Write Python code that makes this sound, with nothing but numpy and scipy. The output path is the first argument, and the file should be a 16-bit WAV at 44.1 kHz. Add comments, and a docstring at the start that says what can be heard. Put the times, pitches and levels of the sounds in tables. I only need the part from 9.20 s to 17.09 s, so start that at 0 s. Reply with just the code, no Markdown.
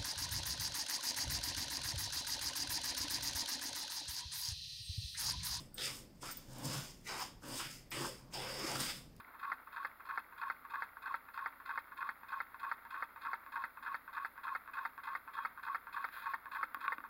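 """Homemade solenoid engine

A small engine runs close by on a table and slowly gathers speed. On each turn the crank takes up its
play, the plunger scrapes and chatters into the coil, the loose bearing bracket clacks against the
ringing frame and the switch ticks open. Near the end it sparks and gives a few stray knocks."""
import sys
import numpy as np
from scipy import signal
from scipy.fft import rfft, irfft
from scipy.io import wavfile
from scipy.ndimage import uniform_filter1d

SR = 44100
rng = np.random.default_rng(int(sys.argv[2]) if len(sys.argv) > 2 else 0)


def transcribe(u):
    """Save the signal u as a 16-bit wav file named by the first command-line argument.

    u: samples, shape (n,) or (channels, n), limited to [-1, 1]; the rate is SR.
    q: integer samples, one column per channel.
    """
    v = np.clip(np.atleast_2d(u).T, -1, 1)
    q = np.round(v * 32767).astype(np.int16)
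    wavfile.write(sys.argv[1], SR, q)


N = 347949
TIME = np.arange(N) / SR
TURNS = 27

# stray knocks of the linkage: t/s, frame/dB, rod/dB, board thud/dB, spark/dB
STRAY_KNOCKS = [(6.8883, -38.5, -43, -70, -48), (7.546, -29.5, -33.5, -65, -35.5),
                (7.569, -51, -48, -56.5, -75), (7.68, -38, -22, -68, -67), (7.6816, -55, -47, -73, -71),
                (7.7826, -39, -35.5, -52, -59), (7.8043, -39, -50, -64, -75)]


def amp(db):
    """Decibels to gain."""
    return 10 ** (np.asarray(db) / 20)


def unit(x):
    """Scale to rms 1."""
    return x / np.std(x)


def through(x, response):
    """Play x through an impulse response."""
    return signal.fftconvolve(x, response)[:N]


def ring(hz, width, db, skirt=1.936, size=16384):
    """Ring of a set of modes after one tap, peak 1; db sets their balance."""
    f = np.fft.rfftfreq(size, 1 / SR)[:, None]
    power = np.sum(amp(db) ** 2 / (1 + (2 * (f - hz) / width) ** 2) ** skirt, axis=1)
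    # minimum phase: nothing sounds ahead of the tap
    cepstrum = irfft(np.log(power))[:size // 2]
    cepstrum[0] = 0
    response = irfft(np.exp(rfft(cepstrum, size)))[:size // 2]
    return response / np.abs(response).max()


def disperse(response, hz=1200, width_hz=520):
    """Bending waves lag around the main modes, so a blow swells over a cycle or two."""
    b, a = signal.iirnotch(hz, hz / width_hz, fs=SR)
    return signal.lfilter(2 * b - a, a, response)


def treble(x, hz):
    """High-pass: a hard contact reaches only the high modes."""
    return signal.sosfilt(signal.butter(3, hz, "high", fs=SR, output="sos"), x)


def colour(x, points):
    """EQ x along a curve of f/Hz, gain/dB points."""
    hz, db = np.transpose(points)
    f = np.fft.rfftfreq(N, 1 / SR)
    gain = amp(np.interp(np.log(f + 1), np.log(hz), db))
    return irfft(rfft(x) * gain, N)


def taps(times, db):
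    """One impulse for each contact."""
    out, at = np.zeros(N), np.round(np.ravel(times) * SR).astype(int)
    inside = (at >= 0) & (at < N)
    np.add.at(out, at[inside], amp(np.ravel(db))[inside])
    return out


def wander(rate):
    """Random drift with a spread near 1, on a new course rate times a second."""
    knots = rng.standard_normal(N // 10)
    return 1.366 * np.interp(TIME * rate, np.arange(len(knots)), knots)


def grains(rate, spread_db):
    """Tiny random collisions of two rough surfaces."""
    hits = rng.random(N) < rate / SR
    return hits * rng.choice([-1, 1], N) * amp(spread_db * rng.standard_normal(N))


def swells(t, rows, attack_s=.0042, release_s=.007):
    """Attack, hold and release for rows of t/s, length/s, levels/dB; one envelope per level column."""
    power = 0
    for start, length, *db in rows:
        attack = np.clip((t - start) / attack_s, 0, 1)
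        release = np.exp(-np.maximum(t - start - length, 0) / release_s)
        power = power + np.outer(amp(db), attack * release) ** 2
    return np.sqrt(power)


def stick_slip(hz, waver, waver_rate, flutter_db):
    """Friction locks on to one mode: a tone unsteady in pitch and level."""
    pitch = hz * (1 + waver * wander(waver_rate))
    phase = 2 * np.pi * np.cumsum(pitch) / SR
    return unit(np.sin(phase) * amp(flutter_db * wander(150)))


def turns(speed_hz=3.06305, gain_hz_per_turn=.015238):
    """The flywheel speeds up: clack times, turn lengths and pace from 0 (slowest) to 1 (fastest)."""
    turn = np.arange(TURNS)
    sluggish_hz = .08 * np.exp(-turn / 2.745)  # still getting going
    hz = speed_hz + gain_hz_per_turn * turn - sluggish_hz
    period = 1 / hz
    clack_s = -.0174 + np.cumsum(period) - period
    return clack_s, period, (hz - hz[0]) / np.ptp(hz)


def clacks():
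    """Time, blow level and rebound level of every clack."""
    # force of the clack, softer and more rattly at speed: t/s, blow/dB, rebounds/dB
    force = [(.3, -28, -28), (1.102, -23, -32.5), (2.199, -25, -31.5), (4.6, -24, -30.5), (6.3, -28, -29),
             (7.7, -27, -27)]
    at, blow_db, rebound_db = np.transpose(force)
    clack_s = turns()[0]
    return clack_s, np.interp(clack_s, at, blow_db), np.interp(clack_s, at, rebound_db)


def frame():
    """The ring of the frame when struck at the bracket and when rubbed by the plunger."""
    # frame modes: f/Hz, width/Hz, struck/dB, rubbed/dB
    modes = [(520, 86, -18.5, -55), (650, 67, -29.5, -60), (801, 133, -12.5, -27), (928.2, 62, -2, -3.5),
             (1096.5, 69, -2, -4), (1205, 128, 0, -8), (1330, 110, 2, -8.5), (1385, 54, 1, -3.5),
             (1537, 165, -1.5, -4.5), (1699, 122, -4, -7.5), (1835, 84, 0, -20.5), (2029, 97, -6.5, -16.5),
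             (2117, 140, -7, -24.5), (2514, 182, -26, -18.5), (2640, 94, -29.5, -39.5),
             (3283, 94, -36, -31), (3360, 860, -39, -35), (3660, 58, -40, -27.5), (3905, 220, -40.5, -35.5),
             (4230, 200, -39.5, -35), (4440, 120, -26, -38), (4920, 460, -29, -40.5),
             (7500, 7100, -52, -48.5)]
    hz, width, struck_db, rubbed_db = np.transpose(modes)
    return ring(hz, width, struck_db), ring(hz, width, rubbed_db)


def background():
    """A steady bed of hiss and hum."""
    # colour of the room and microphone hiss: f/Hz, gain/dB
    hiss_eq = [(20, -8), (110, 0), (200, 1.5), (265, 8.5), (400, 0), (800, 1.5), (2500, -4.5), (4500, -8),
               (9000, -11), (12000, -2.5), (16000, -2)]
    # mains hum and electronic whine: f/Hz, rms level/dB
    tones = [(30, -85), (60, -82), (90, -86), (15231, -87)]
    hum = sum(np.sqrt(2) * amp(db) * np.sin(2 * np.pi * (hz * TIME + rng.random())) for hz, db in tones)
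    hiss = unit(colour(rng.standard_normal(N), hiss_eq))
    return amp(-65) * hiss + hum


def room(x, t60_s=.2, build_s=.0057, wet_db=-18):
    """Diffuse tail of a small room, building up over the first few milliseconds."""
    t = TIME[:SR // 2]
    tail = rng.standard_normal(len(t)) * np.exp(-np.log(1000) * t / t60_s) * (1 - np.exp(-t / build_s))
    return amp(wet_db) * through(x, tail / np.linalg.norm(tail))


def bearings():
    """The balls of the flywheel bearings roll with a faint, fine patter."""
    # colour of the rolling: f/Hz, gain/dB
    roll_eq = [(300, -20), (750, -10.5), (950, -3), (1380, 2.5), (1750, -5.5), (2150, -6.5), (2500, -19.5),
               (4000, -26), (8000, -62.5)]
    rolling = unit(colour(grains(rate=3500, spread_db=2), roll_eq))
    return amp(-60.5) * rolling * amp(1.7 * wander(60))


def squeak():
    """On one stroke the dry sleeve squeaks faintly on a high mode of the frame."""
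    # the dry stroke: t/s, length/s, level/dB
    stroke = [(6.136, .105, -65)]
    level, = swells(TIME, stroke)
    return level * stick_slip(hz=3290, waver=.009, waver_rate=300, flutter_db=3)


def base_board():
    """The board thuds under clacks and knocks, and rumbles when the engine rocks."""
    # board modes: f/Hz, width/Hz, level/dB
    modes = [(223.5, 27, 2.5), (262.6, 17, 8), (310, 73, 1.5), (512, 82, -6)]
    # spells of rocking: t/s, length/s, level/dB
    rocks = [(7.424, 0.06, -70), (7.55, 0.043, -76), (7.70, .19, -79)]
    board = ring(*np.transpose(modes))
    clack_s, blow_db, _ = clacks()
    knock_s, _, _, thud_db, _ = np.transpose(STRAY_KNOCKS)
    thuds = through(taps(clack_s, blow_db - 38) + taps(knock_s, thud_db), board)
    rocking, = swells(TIME, rocks, attack_s=.02, release_s=.025)
    return thuds + rocking * unit(through(rng.standard_normal(N), board))


def rod_pings(jitter_s=.001):
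    """Thin high pings ring once a turn, most of them softer as the speed rises."""
    # pings: t from the clack/s, f/Hz, width/Hz, level when slow/dB, level when fast/dB
    pings = [(-.085, 4400, 220, -54, -65.5), (.002, 4400, 220, -56, -56.5), (.066, 2040, 420, -47.5, -61.5)]
    clack_s, _, pace = turns()
    out = 0
    for lag, hz, width, slow_db, fast_db in pings:
        late, louder = rng.standard_normal((TURNS, 2)).T
        db = np.interp(pace, (0, 1), (slow_db, fast_db)) + 1.5 * louder
        out = out + through(taps(clack_s + lag + jitter_s * late, db), ring(hz, width, 0))
    return out


def switch():
    """The contact spring ticks open after each clack, sooner and louder as the run goes on."""
    # spring modes: f/Hz, width/Hz, level/dB
    modes = [(8580, 1200, -4.5), (10540, 320, 1), (15030, 1700, -1.5)]
    clack_s = turns()[0]
    progress = clack_s / TIME[-1]
    open_s = clack_s + .0185 - .0105 * progress
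    return through(taps(open_s, -48 + 5 * progress), ring(*np.transpose(modes)))


def sparks(rubbed, snap_s=.001):
    """The contact snaps with each jolt; while it drags it sizzles and scrapes on the frame."""
    # colour of a spark: f/Hz, gain/dB
    spark_eq = [(500, -40), (2500, 2.5), (4000, 5.5), (5500, -4.5), (9500, -8), (11500, 0.5), (16000, 0)]
    # drags of the contact: t/s, length/s, drive/dB
    drags = [(6.72, 0.17, -65), (6.903, 0.1, -56.5), (7.067, .05, -63), (7.317, 0.043, -58),
             (7.582, 0.1, -67)]
    knock_s, _, _, _, spark_db = np.transpose(STRAY_KNOCKS)
    snap = rng.standard_normal(N) * through(taps(knock_s - .0005, spark_db), np.exp(-TIME / snap_s))
    drag, = swells(TIME, drags, attack_s=.035, release_s=.024)
    crackle = drag * unit(grains(rate=4000, spread_db=3.5))
    high_modes = treble(rubbed, hz=1640)
    scrape = through(crackle, high_modes / np.linalg.norm(high_modes))
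    return colour(snap + crackle, spark_eq) + amp(5.5) * scrape


def knocks(struck):
    """Single hard knocks of the linkage ring the frame and the connecting rod."""
    # rod modes: f/Hz, width/Hz, level/dB
    modes = [(1127, 95, 5.5), (1480, 170, 2), (2070, 300, -12), (2430, 630, -10.5), (3650, 390, -18.5),
             (4430, 430, -36)]
    rod = ring(*np.transpose(modes))
    knock_s, frame_db, rod_db, _, _ = np.transpose(STRAY_KNOCKS)
    return through(taps(knock_s, frame_db), struck) + through(taps(knock_s, rod_db), rod)


def crank_play(lead_s=.1725):
    """The crank takes up its play about half a turn before the clack, harder and tighter at speed."""
    clack_s, _, pace = turns()
    late_s = np.interp(pace, (0, 1), (.0028, .00036)) * rng.standard_normal(TURNS)
    db = np.interp(pace, (0, 1), (-41, -34))
    return taps(clack_s - lead_s + late_s, db)


def plunger(rubbed):
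    """The plunger slides, chatters and bumps in its sleeve, in step with the crank."""
    # rubbing spots on an average turn: t from the clack/s, length/s, slide/dB, chatter/dB, grit/dB
    rubs = [(-.174, .022, -56.5, -56, -88), (-.122, .016, -52, -59.5, -55.5),
            (-.103, .009, -56, -45.5, -56.5), (-.086, .012, -42, -51.5, -61.5),
            (-.076, .015, -44.5, -46, -65.5), (-.053, .029, -54, -43.5, -62),
            (-.022, .015, -61, -48.5, -59), (.001, 0.023, -54, -55.5, -58.5)]
    # plunger and rod hit their guides on an average turn: t from the clack/s, dull bump/dB, tick/dB
    guide_hits = [(-.114, -50, -47), (-.082, -39.5, -48), (-.073, -41, -67.5), (-.066, -35, -77),
                  (-.063, -34, -69.5), (-.019, -37.5, -52), (.001, -51.5, -49)]
    clack_s, period, _ = turns()
    stretch = (period / period.mean()) ** .7  # a slow turn draws out the pattern
    turn = np.clip(np.searchsorted(clack_s, TIME - .08), 0, TURNS - 1)
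    from_clack = (TIME - clack_s[turn]) / stretch[turn]
    slide, chatter, grit = swells(from_clack, rubs)
    # the coasting half of the turn rubs harder at speed; the coil pulls the same on every turn
    coasting = np.where(from_clack < -.088, (period.mean() / period[turn]) ** 6.3, 1)
    sliding = unit(through(grains(rate=2500, spread_db=2), rubbed))
    chattering = stick_slip(hz=1096, waver=.02166, waver_rate=200, flutter_db=2.56)
    # dry spots catch sharply and ring the high modes
    bright = treble(rubbed, hz=3200)
    bright /= np.abs(bright).max()
    scraping = unit(through(grains(rate=3000, spread_db=3), bright))
    rubbing = slide * sliding + chatter * chattering + grit * scraping

    lag, bump_db, tick_db = np.transpose(guide_hits)
    late, louder = rng.standard_normal((2, TURNS, len(lag)))
    hit_s = clack_s[:, None] + lag * stretch[:, None] + .0009 * late
    bumps = taps(hit_s, bump_db + 1.5 * louder) + crank_play()
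    bumping = amp(-2.5) * through(bumps, disperse(rubbed, hz=1424, width_hz=440))
    # a bump drags on for a moment, which lets the rubbed modes sing
    dragging = amp(-17.5) * through(bumps, np.exp(-TIME / .0072)) * sliding
    ticking = through(taps(hit_s, tick_db + 1.5 * louder), bright)
    return coasting * rubbing + dragging + bumping + ticking


def bracket(struck, grind_s=.0035):
    """The main clack: the loose bearing bracket grazes, lands, rebounds and grinds to rest."""
    # bounces as it settles: t from the clack/s, level relative to the rebound force/dB
    bounces = [(.0052, 0), (.0078, -4), (.0112, -8.5)]
    clack_s, blow_db, rebound_db = clacks()
    blow_db = blow_db + .45 * rng.standard_normal(TURNS)
    graze = taps(clack_s - .0016, blow_db - 9.5)
    landing = taps(clack_s - .0003, blow_db)
    lag, bounce_db = np.transpose(bounces)
    late, louder = rng.standard_normal((2, TURNS, len(lag)))
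    rebounds = taps(clack_s[:, None] + lag + .0006 * late, rebound_db[:, None] + bounce_db + 1.5 * louder)
    pressure = through(taps(clack_s, rebound_db - 7.5), TIME / grind_s * np.exp(1 - TIME / grind_s))
    grinding = through(grains(rate=3000, spread_db=4), struck)
    # level the texture, so the pressure alone sets the energy of each grind
    grinding /= np.sqrt(uniform_filter1d(grinding ** 2, size=400) + 1e-9)
    return through(graze + landing + rebounds, disperse(struck)) + pressure * grinding


def scene():
    """The engine's parts sound together in a small room, over hiss and hum, in mono."""
    struck, rubbed = frame()
    engine = bracket(struck) + plunger(rubbed) + knocks(struck) + base_board()
    engine = engine + rod_pings() + switch() + sparks(rubbed) + bearings() + squeak()
    return (engine + room(engine) + background())[None]


def record(dry, top_hz=15830):
    """Output EQ: three notches and a steep cut of the top."""
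    # dips in the treble: f/Hz, width/Hz
    notches = [(3000, 430), (6000, 3280), (8030, 2800)]
    for hz, width in notches:
        dry = signal.lfilter(*signal.iirnotch(hz, hz / width, fs=SR), dry)
    return signal.sosfilt(signal.ellip(12, .2, 70, top_hz, fs=SR, output="sos"), dry)


dry = scene()
out = record(dry)
transcribe(out)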